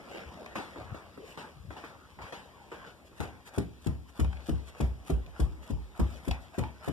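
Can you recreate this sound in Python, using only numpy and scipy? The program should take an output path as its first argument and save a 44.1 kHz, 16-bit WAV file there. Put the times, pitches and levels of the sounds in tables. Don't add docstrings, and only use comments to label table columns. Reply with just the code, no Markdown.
import sys
import numpy as np
from scipy import signal
from scipy.fft import rfft, irfft
from scipy.io import wavfile
from scipy.ndimage import uniform_filter1d

SR = 44100
rng = np.random.default_rng(int(sys.argv[2]) if len(sys.argv) > 2 else 0)


def put_to_file(sound):
    columns = np.atleast_2d(sound).T
    safe = np.clip(columns, -1, 1)
    whole_steps = np.round(safe * 32767)
    wavfile.write(sys.argv[1], SR, whole_steps.astype(np.int16))


N = 305172
TIME = np.arange(N) / SR

# t/s, hollow heel/dB, flat sole/dB, bright snap/dB
TILE_SLAPS = [(0.5545, -26.5, -25, -44), (0.758, -35, -35.5, -101), (0.944, -33.5, -35.5, -58.5),
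              (1.175, -35, -47.5, -67), (1.231, -39.5, -57, -69), (1.373, -38.5, -29.5, -50),
              (1.7044, -34.5, -35.5, -59), (1.766, -43, -37, -53), (1.838, -37, -34.5, -56),
              (2.187, -42, -35, -77), (2.215, -47, -40.5, -53), (2.323, -40, -31.5, -49),
              (2.716, -36.5, -33.5, -55.5), (2.863, -45, -47, -57), (3.202, -29, -29, -53.5)]
# t/s, knock/dB, tread tuning/ratio, boom/dB, boom pitch/Hz, boom t60/s,
# delay of the weight/s, crunch/dB, pad/dB, left minus right/dB, brush/dB, skim/dB
LANDINGS = [(3.199, -31.5, 0.73, -44, 76.1, 0.59, 0.011, -43.5, -47.5, 1.5, -56.5, -54.5),
            (3.576, -21.5, 1, -41.5, 69.4, 0.45, 0.0027, -42.5, -39.5, 0, -50, -46.5),
            (3.863, -24.5, 0.8, -28.5, 70.6, 0.24, 0.012, -49, -41, 2, -53.5, -57),
            (4.192, -26, 1.07, -22, 66.4, 0.31, 0.0082, -42, -41, 2, -55, -53),
            (4.486, -26.5, 1.125, -25, 66.4, 0.24, .019, -45.5, -43.5, 2, -52, -72),
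            (4.801, -26, 1.06, -24, 62.3, 0.31, 0.011, -45, -36, 2, -56.5, -49.5),
            (5.096, -26.5, 1.32, -23, 58.2, .28, 0.01703, -46, -42, -0.5, -49.5, -54.5),
            (5.395, -28.5, 1.07, -14.5, 58.3, 0.14, 0.0087, -43, -39.5, 3, -57, -49),
            (5.699, -32, .95, -27, 58.4, 0.27, 0.01275, -51.5, -50, 3.5, -54, -53.5),
            (5.993, -24, 0.88, -22, 64.9, 0.22, 0.0092, -48.5, -37.5, 2, -56, -51.5),
            (6.275, -27.5, 0.69, -28, 65.6, 0.24, 0.011, -46.5, -41.5, 4.5, -50.5, -56),
            (6.58, -25.5, 0.85, -31.5, 68, 0.23, 0.0121, -44, -37, 2.5, -55, -50),
            (6.876, -28, 1.22, -41, 72.6, 0.26, 0.0018, -46.5, -40, 3.5, -49, -44)]
# t/s, shuffle of soles/dB, rustle of clothes/dB
BRISKNESS = [(0.0, -48.5, -62.5), (0.79, -53.5, -61), (1.02, -59.5, -69.5), (1.39, -55.5, -60.5),
             (1.54, -65.5, -69), (2.72, -57, -67), (3.03, -60, -73.5), (3.35, -60, -69), (4.14, -65, -71),
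             (4.35, -55.5, -62.5), (4.63, -58.5, -64), (4.93, -59.5, -69), (5.95, -58.5, -67),
             (6.21, -55, -65), (6.34, -61, -66.5), (6.92, -55, -65.5)]
# f/Hz, level/dB
SLAP_SPECTRUM = [(60, -22.5), (150, 0.5), (350, -6.5), (800, 2), (1400, -3.5), (2200, -7), (4000, -46)]
# f/Hz, t60/s
STAIRWELL_DECAY = [(100, 0.54), (400, 0.44), (1000, 0.18), (3000, 0.22)]


def gain_of(db):
    return 10 ** (np.asarray(db) / 20)


def unit_rms(x):
    return x / np.sqrt(np.mean(x ** 2) + 1e-20)


def read(points, hz):
    f, value = np.transpose(points)
    return np.interp(np.log(hz + 1), np.log(f + 1), value)


def add(mix, s, sound):
    part = mix[:, max(round(s * SR), 0):][:, :sound.shape[1]]
    part += sound[:, :part.shape[1]]


def stroke(at, db, half):
    return gain_of(db) * np.exp(-.5 * np.minimum(((TIME - at) / half) ** 2, 200))


def colour(x, spectrum, size=4096):
    log_gain = np.log(gain_of(read(spectrum, abs(np.fft.fftfreq(size, 1 / SR)))))
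    taps = np.fft.ifft(np.exp(np.conj(signal.hilbert(log_gain)))).real[:size // 2]
    return signal.oaconvolve(x, taps[None] / np.linalg.norm(taps), axes=1)[:, :N]


def grit(grain_db, size=90):
    grains = unit_rms(uniform_filter1d(rng.standard_normal(N), size))
    return unit_rms(rng.standard_normal((2, N)) * gain_of(grain_db * np.clip(grains, -2.5, 2.5)))


def impacts(times, levels_db, spectrum, rise, fall, t60, wet_db, grain_db=2.0):
    force, t = np.zeros((1, N)), TIME[:SR // 2]
    shape = (1 - np.exp(-(t / rise) ** 2)) * np.exp(-t / fall)
    for s, db in zip(times, levels_db):
        add(force, s, gain_of(db) * shape[None] / shape.max())
    keep = np.exp(-2 * np.log(1000) / (t60 * SR))
    stored = signal.lfilter([1 - keep], [1, -keep], force ** 2 + 1e-20)
    tail = gain_of(wet_db) * np.sqrt(stored) * rng.standard_normal((2, N))
    return colour(grit(grain_db, size=30) * force + tail, spectrum)


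def stairwell(x, wet_db, spacing=20, places=4):
    taps = np.zeros((places, 2, SR))
    at = np.arange(10 * spacing, SR - spacing, spacing)
    at = at + rng.integers(0, spacing, (places, 2, len(at)))
    np.put_along_axis(taps, at, rng.choice([-1., 1.], at.shape), 2)
    hz, t, spectra = signal.stft(taps, SR, nperseg=256)
    decay = gain_of(-60 * t / read(STAIRWELL_DECAY, hz)[:, None])
    tails = signal.istft(spectra * decay, SR, nperseg=256)[1]
    place = (TIME * 3.1).astype(int) % places
    wet = sum(signal.fftconvolve(x * (place == k), tail / np.linalg.norm(tail[0]), axes=1)[:, :N]
              for k, tail in enumerate(tails))
    return x + gain_of(wet_db) * wet


def mottle(x, patchy_db=3.0):
    spectra = signal.stft(x, nperseg=1024, noverlap=768)[2]
    patches = rng.standard_normal(spectra.shape[:0:-1]).T
    patches = unit_rms(uniform_filter1d(uniform_filter1d(patches, 5, axis=0), 9, axis=1))
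    mottled = spectra * gain_of(patchy_db * patches - 1.0)
    return signal.istft(mottled, nperseg=1024, noverlap=768)[1][:, :N]


def microphone(x, ripple_hz=2110):
    # f/Hz, depth/0-1
    likeness = [(60, .8), (250, .45), (900, .8), (2100, .985), (4200, .93), (6300, .75), (9000, .35),
                (14000, .15)]
    # f/Hz, left minus right/dB
    balance = [(60, 4.5), (300, 2.2), (800, 1), (3000, 1.4), (8000, 2.4), (14000, 2.3)]
    hz = np.fft.rfftfreq(2 * N, 1 / SR)
    swing = abs(np.sin(np.pi * np.maximum(hz / ripple_hz, .5))) ** 1.8
    coherence = (2 * swing - 1) * read(likeness, hz)
    mid, side = rfft(x, 2 * N) * np.sqrt([(1 + coherence) / 2, (1 - coherence) / 2])
    lean = gain_of(read(balance, hz) / 2)
    return irfft(np.array([(mid + side) * lean, (mid - side) / lean]))[:, :N]


def fan(level_db=-62):
    # f/Hz, level/dB
    spectrum = [(25, -9), (60, 9), (120, 0.5), (300, -0.5), (900, -22.5), (2000, -20), (3500, -18.5),
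                (6000, -21.5), (14000, -26)]
    return gain_of(level_db) * colour(rng.standard_normal((2, N)), spectrum)


def draught(start_db=-57.5, fall_db_per_s=1):
    # middle t/s, level/dB, half length/s
    puffs = [(0.284, -46.5, 0.013), (0.83, -38.5, 0.032), (0.923, -39.5, .022), (1.62, -44, .05),
             (1.69, -43, 0.023), (2.204, -43.5, 0.034)]
    # f/Hz, level/dB
    spectrum = [(20, 10), (45, -3.5), (70, 7.5), (110, 0.5), (180, -6), (350, -22.5), (900, -57)]
    lumps = colour(grit(3.9, size=900), spectrum)
    return lumps * (gain_of(start_db - fall_db_per_s * TIME) + sum(stroke(*row) for row in puffs))


def sole_roll(peak_s=0.028, tile_db=-19.5, stair_db=-12):
    out, u = np.zeros((1, N)), TIME[:SR // 2] / peak_s
    swell = (u * np.exp(1 - u))[None]
    for s, _, sole_db, _ in TILE_SLAPS:
        add(out, s, gain_of(sole_db + tile_db) * swell)
    for s, *_, pad_db, _, _, _ in LANDINGS:
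        add(out, s, gain_of(pad_db + stair_db) * swell)
    return out[0]


def clothes(shake_db=-10, fold_db=-7, folds_per_s=90):
    # f/Hz, level/dB
    spectrum = [(700, -20), (1900, -1), (3300, -2), (5000, -8), (7000, -14), (10000, -18), (14000, -32)]
    s, _, rustle_db = np.transpose(BRISKNESS)
    moving = gain_of(np.interp(TIME, s, rustle_db) + 0.5)
    rustling = np.hypot(moving, gain_of(shake_db) * sole_roll())
    folds = unit_rms(rng.standard_normal((2, N)) * (rng.random(N) < folds_per_s / SR))
    cloth = grit(0.53) + gain_of(fold_db) * folds
    return colour(cloth * rustling, spectrum)


def swishes():
    # middle t/s, level/dB, half length/s
    strokes = [(0.153, -57.5, 0.051), (1.306, -52, 0.031), (1.406, -68, .016), (2.294, -60, 0.027),
               (3.072, -58, 0.013), (3.236, -47, 0.0064), (3.479, -48.5, 0.014), (4.095, -56, 0.012),
               (4.688, -52, 0.015), (5.64, -56.5, 0.015), (6.134, -54.5, 0.056), (6.436, -59.5, .026)]
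    # f/Hz, level/dB
    spectrum = [(600, 5.5), (1700, 7.5), (3200, 2.5), (5000, -2), (9000, -6), (12000, -11.5), (14500, -11)]
    return colour(grit(1.5) * sum(stroke(*row) for row in strokes), spectrum)


def shuffle():
    # f/Hz, level/dB
    spectrum = [(60, -28.5), (180, 3), (500, 1.5), (950, -1.5), (1500, -7.5), (2300, -8), (4000, -36.5)]
    s, shuffle_db, _ = np.transpose(BRISKNESS)
    shuffling = np.hypot(gain_of(np.interp(TIME, s, shuffle_db)), sole_roll())
    return colour(grit(0.71, size=300) * shuffling, spectrum)


def scuffs(skim_lead_s=0.021, skim_hz=850, skim_ratio=1.82):
    # middle t/s, level/dB, half length/s, centre f/Hz, band edge over centre
    slides = [(0.17, -39.5, 0.045, 580, 1.62), (0.172, -42.5, 0.054, 1420, 1.58),
              (0.43, -43.5, .032, 523, 1.5), (0.806, -45, 0.027, 580, 1.76), (0.942, -47, 0.065, 850, 1.64),
              (1.962, -53, 0.073, 1400, 1.13), (2.268, -43.5, 0.027, 1150, 1.64),
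              (2.594, -55.5, 0.074, 880, 1.18), (2.84, -46, 0.037, 890, 1.82),
              (6.553, -42, 0.0096, 710, 1.07), (6.646, -37, 0.016, 916, 1.1)]
    out, friction = np.zeros((2, N)), grit(3.6, size=140)
    skims = sum(stroke(s - skim_lead_s, db, half=0.027) for s, *_, db in LANDINGS)
    rubs = [(stroke(s, db, half), hz, ratio) for s, db, half, hz, ratio in slides]
    for pressure, hz, ratio in rubs + [(skims, skim_hz, skim_ratio)]:
        band = signal.butter(2, [hz / ratio, hz * ratio], "band", fs=SR, output="sos")
        width_share = hz * (ratio - 1 / ratio) / (SR / 2)
        out += gain_of(-4.0) * signal.sosfilt(band, friction * pressure) / np.sqrt(width_share)
    return stairwell(out, wet_db=-7.5)


def cracks():
    # t/s, treble/dB, body/dB
    events = [(.278, -59, -69), (0.46, -40, -38), (0.564, -51, -34), (4.245, -38, -36.5),
              (4.329, -47, -41.5), (4.369, -46, -49), (4.404, -47, -58), (4.851, -65, -56),
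              (5.137, -48, -52), (5.262, -45, -53), (6.3107, -25, -30.5), (6.542, -52, -38),
              (6.636, -38.5, -37)]
    # f/Hz, level/dB
    tick_spectrum = [(500, -4), (1500, -9.5), (2400, 10.5), (3100, -1), (4200, -4.5), (7000, -14.5),
                     (14000, -25)]
    s, treble_db, body_db = np.transpose(events)
    ticks = impacts(s, treble_db - 1.5, tick_spectrum, rise=0.0006, fall=0.0028, t60=0.22, wet_db=-6.5)
    clacks = impacts(s, body_db - 3.5, SLAP_SPECTRUM, rise=0.001, fall=0.0046, t60=0.33, wet_db=-0.5)
    return ticks + clacks


def stair_carpet(brush_lead_s=0.011, press_lag_s=0.0035, roll_lag_s=0.004, roll_db=-4.0):
    # f/Hz, level/dB
    brush_spectrum = [(600, 2), (1700, 3), (3200, 2), (5000, -5.5), (9000, -5), (12000, -8.5), (14500, -18)]
    # f/Hz, level/dB
    pad_spectrum = [(80, -15.5), (250, 3.5), (450, -4), (680, -2.5), (1300, -14), (2200, -19),
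                    (4000, -36.5)]
    # f/Hz, level/dB
    crunch_spectrum = [(600, -46), (1700, 7), (3200, 6), (4800, 1.5), (6300, -1), (9000, 0.5), (12000, -7),
                       (14500, -18)]
    s, *_, crunch_db, pad_db, _, brush_db, _ = np.transpose(LANDINGS)
    skimming = sum(stroke(at - brush_lead_s, db - 1.0, half=0.019) for at, db in zip(s, brush_db))
    brush = colour(grit(3.5, size=200) * skimming, brush_spectrum)
    pad = impacts(s, pad_db + 6.0, pad_spectrum, rise=0.0036, fall=0.013, t60=0.38, wet_db=-5.5)
    press_s = np.r_[s, s + roll_lag_s] + press_lag_s
    press_db = np.r_[crunch_db, crunch_db + roll_db] + 2.0
    crunch = impacts(press_s, press_db, crunch_spectrum, rise=0.003, fall=0.0026, t60=0.23,
                     wet_db=-6, grain_db=5.5)
    return brush + pad + crunch


def tile_steps():
    # f/Hz, level/dB
    heel_spectrum = [(60, -19), (180, -14), (330, 9), (560, 1), (800, -27.5), (1500, -14.5), (3000, -40)]
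    # f/Hz, level/dB
    snap_spectrum = [(500, -20), (1500, -21), (2200, 10.5), (3500, 6.5), (5500, -2.5), (9000, -8.5),
                     (14000, -18)]
    s, heel_db, sole_db, snap_db = np.transpose(TILE_SLAPS)
    heel = impacts(s, heel_db - 2.5, heel_spectrum, rise=0.00036, fall=0.0052, t60=0.27, wet_db=1.0)
    sole = impacts(s, sole_db - 6.0, SLAP_SPECTRUM, rise=0.001, fall=0.008, t60=0.57, wet_db=2.5)
    snap = impacts(s, snap_db - 3.5, snap_spectrum, rise=0.0005, fall=0.011, t60=0.43, wet_db=11.5)
    return heel + sole + snap


def stair_wood(boom_rise_s=0.01175, knock_rise_s=0.0017, knock_lean_db=4, jolt_db=-9):
    # f/Hz, level/dB, t60/s
    tread_modes = [(121.7, 6, 0.17), (169, -1, 0.27), (209.5, 6, 0.12), (264.2, 3.5, 0.13), (296, 2, 0.12),
                   (371.8, 0.5, 0.12), (449, -4.5, 0.12), (578, -12, 0.13)]
    # multiple of the boom pitch, level/dB, multiple of the boom t60
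    frame_modes = [(0.838, -9.5, 1), (1.001, 4, 1.06), (1.17, -7.5, 1.1), (1.5, -7.5, 1.04),
                   (2.05, -8, .65), (2.7, -13.5, 0.89)]
    out, t = np.zeros((2, N)), TIME[:SR * 3 // 4]
    sides = np.array([[.5], [-.5]])

    def knock(tuning):
        ringing = 0
        for hz, db, t60 in tread_modes:
            detune, skew = rng.normal(size=2)
            turns = hz * tuning * (1 + 0.0548 * detune) * t + 0.33 * skew * sides
            ringing = ringing + gain_of(db - 60 * t / t60) * np.cos(2 * np.pi * turns)
        return ringing * (1 - np.exp(-(t / knock_rise_s) ** 2)) * gain_of(knock_lean_db * sides)

    def boom(hz, t60):
        ringing = 0
        for multiple, db, share in frame_modes:
            turns = multiple * hz * t + rng.normal() * .07 + rng.uniform(-.3, .3) * sides
            ringing = ringing + gain_of(db - 60 * t / (t60 * share)) * np.sin(2 * np.pi * turns)
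        return ringing * (1 - np.exp(-(t / boom_rise_s) ** 2))

    for s, knock_db, tuning, boom_db, boom_hz, t60, delay, _, _, lean_db, _, _ in LANDINGS:
        lean = gain_of(lean_db * sides)
        strength = gain_of(knock_db - 6.0) * lean
        add(out, s + delay, boom(boom_hz, t60) * gain_of(boom_db + 3.5) * lean)
        add(out, s, knock(tuning) * strength)
        add(out, s + delay + boom_rise_s, knock(tuning) * strength * gain_of(jolt_db))
    return stairwell(out, wet_db=-14)


def scene():
    contacts = tile_steps() + scuffs() + stair_carpet() + cracks()
    rubbing = clothes() + shuffle() + swishes()
    return microphone(mottle(contacts + rubbing) + draught() + fan()) + stair_wood()


def record(dry, low_hz=44, high_hz=14300):
    low_cut = signal.butter(4, low_hz, "high", fs=SR, output="sos")
    high_cut = signal.firwin(1023, high_hz, window=("kaiser", 9), fs=SR)
    return signal.oaconvolve(signal.sosfilt(low_cut, dry), high_cut[None], "same")


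dry = scene()
out = record(dry)
put_to_file(out)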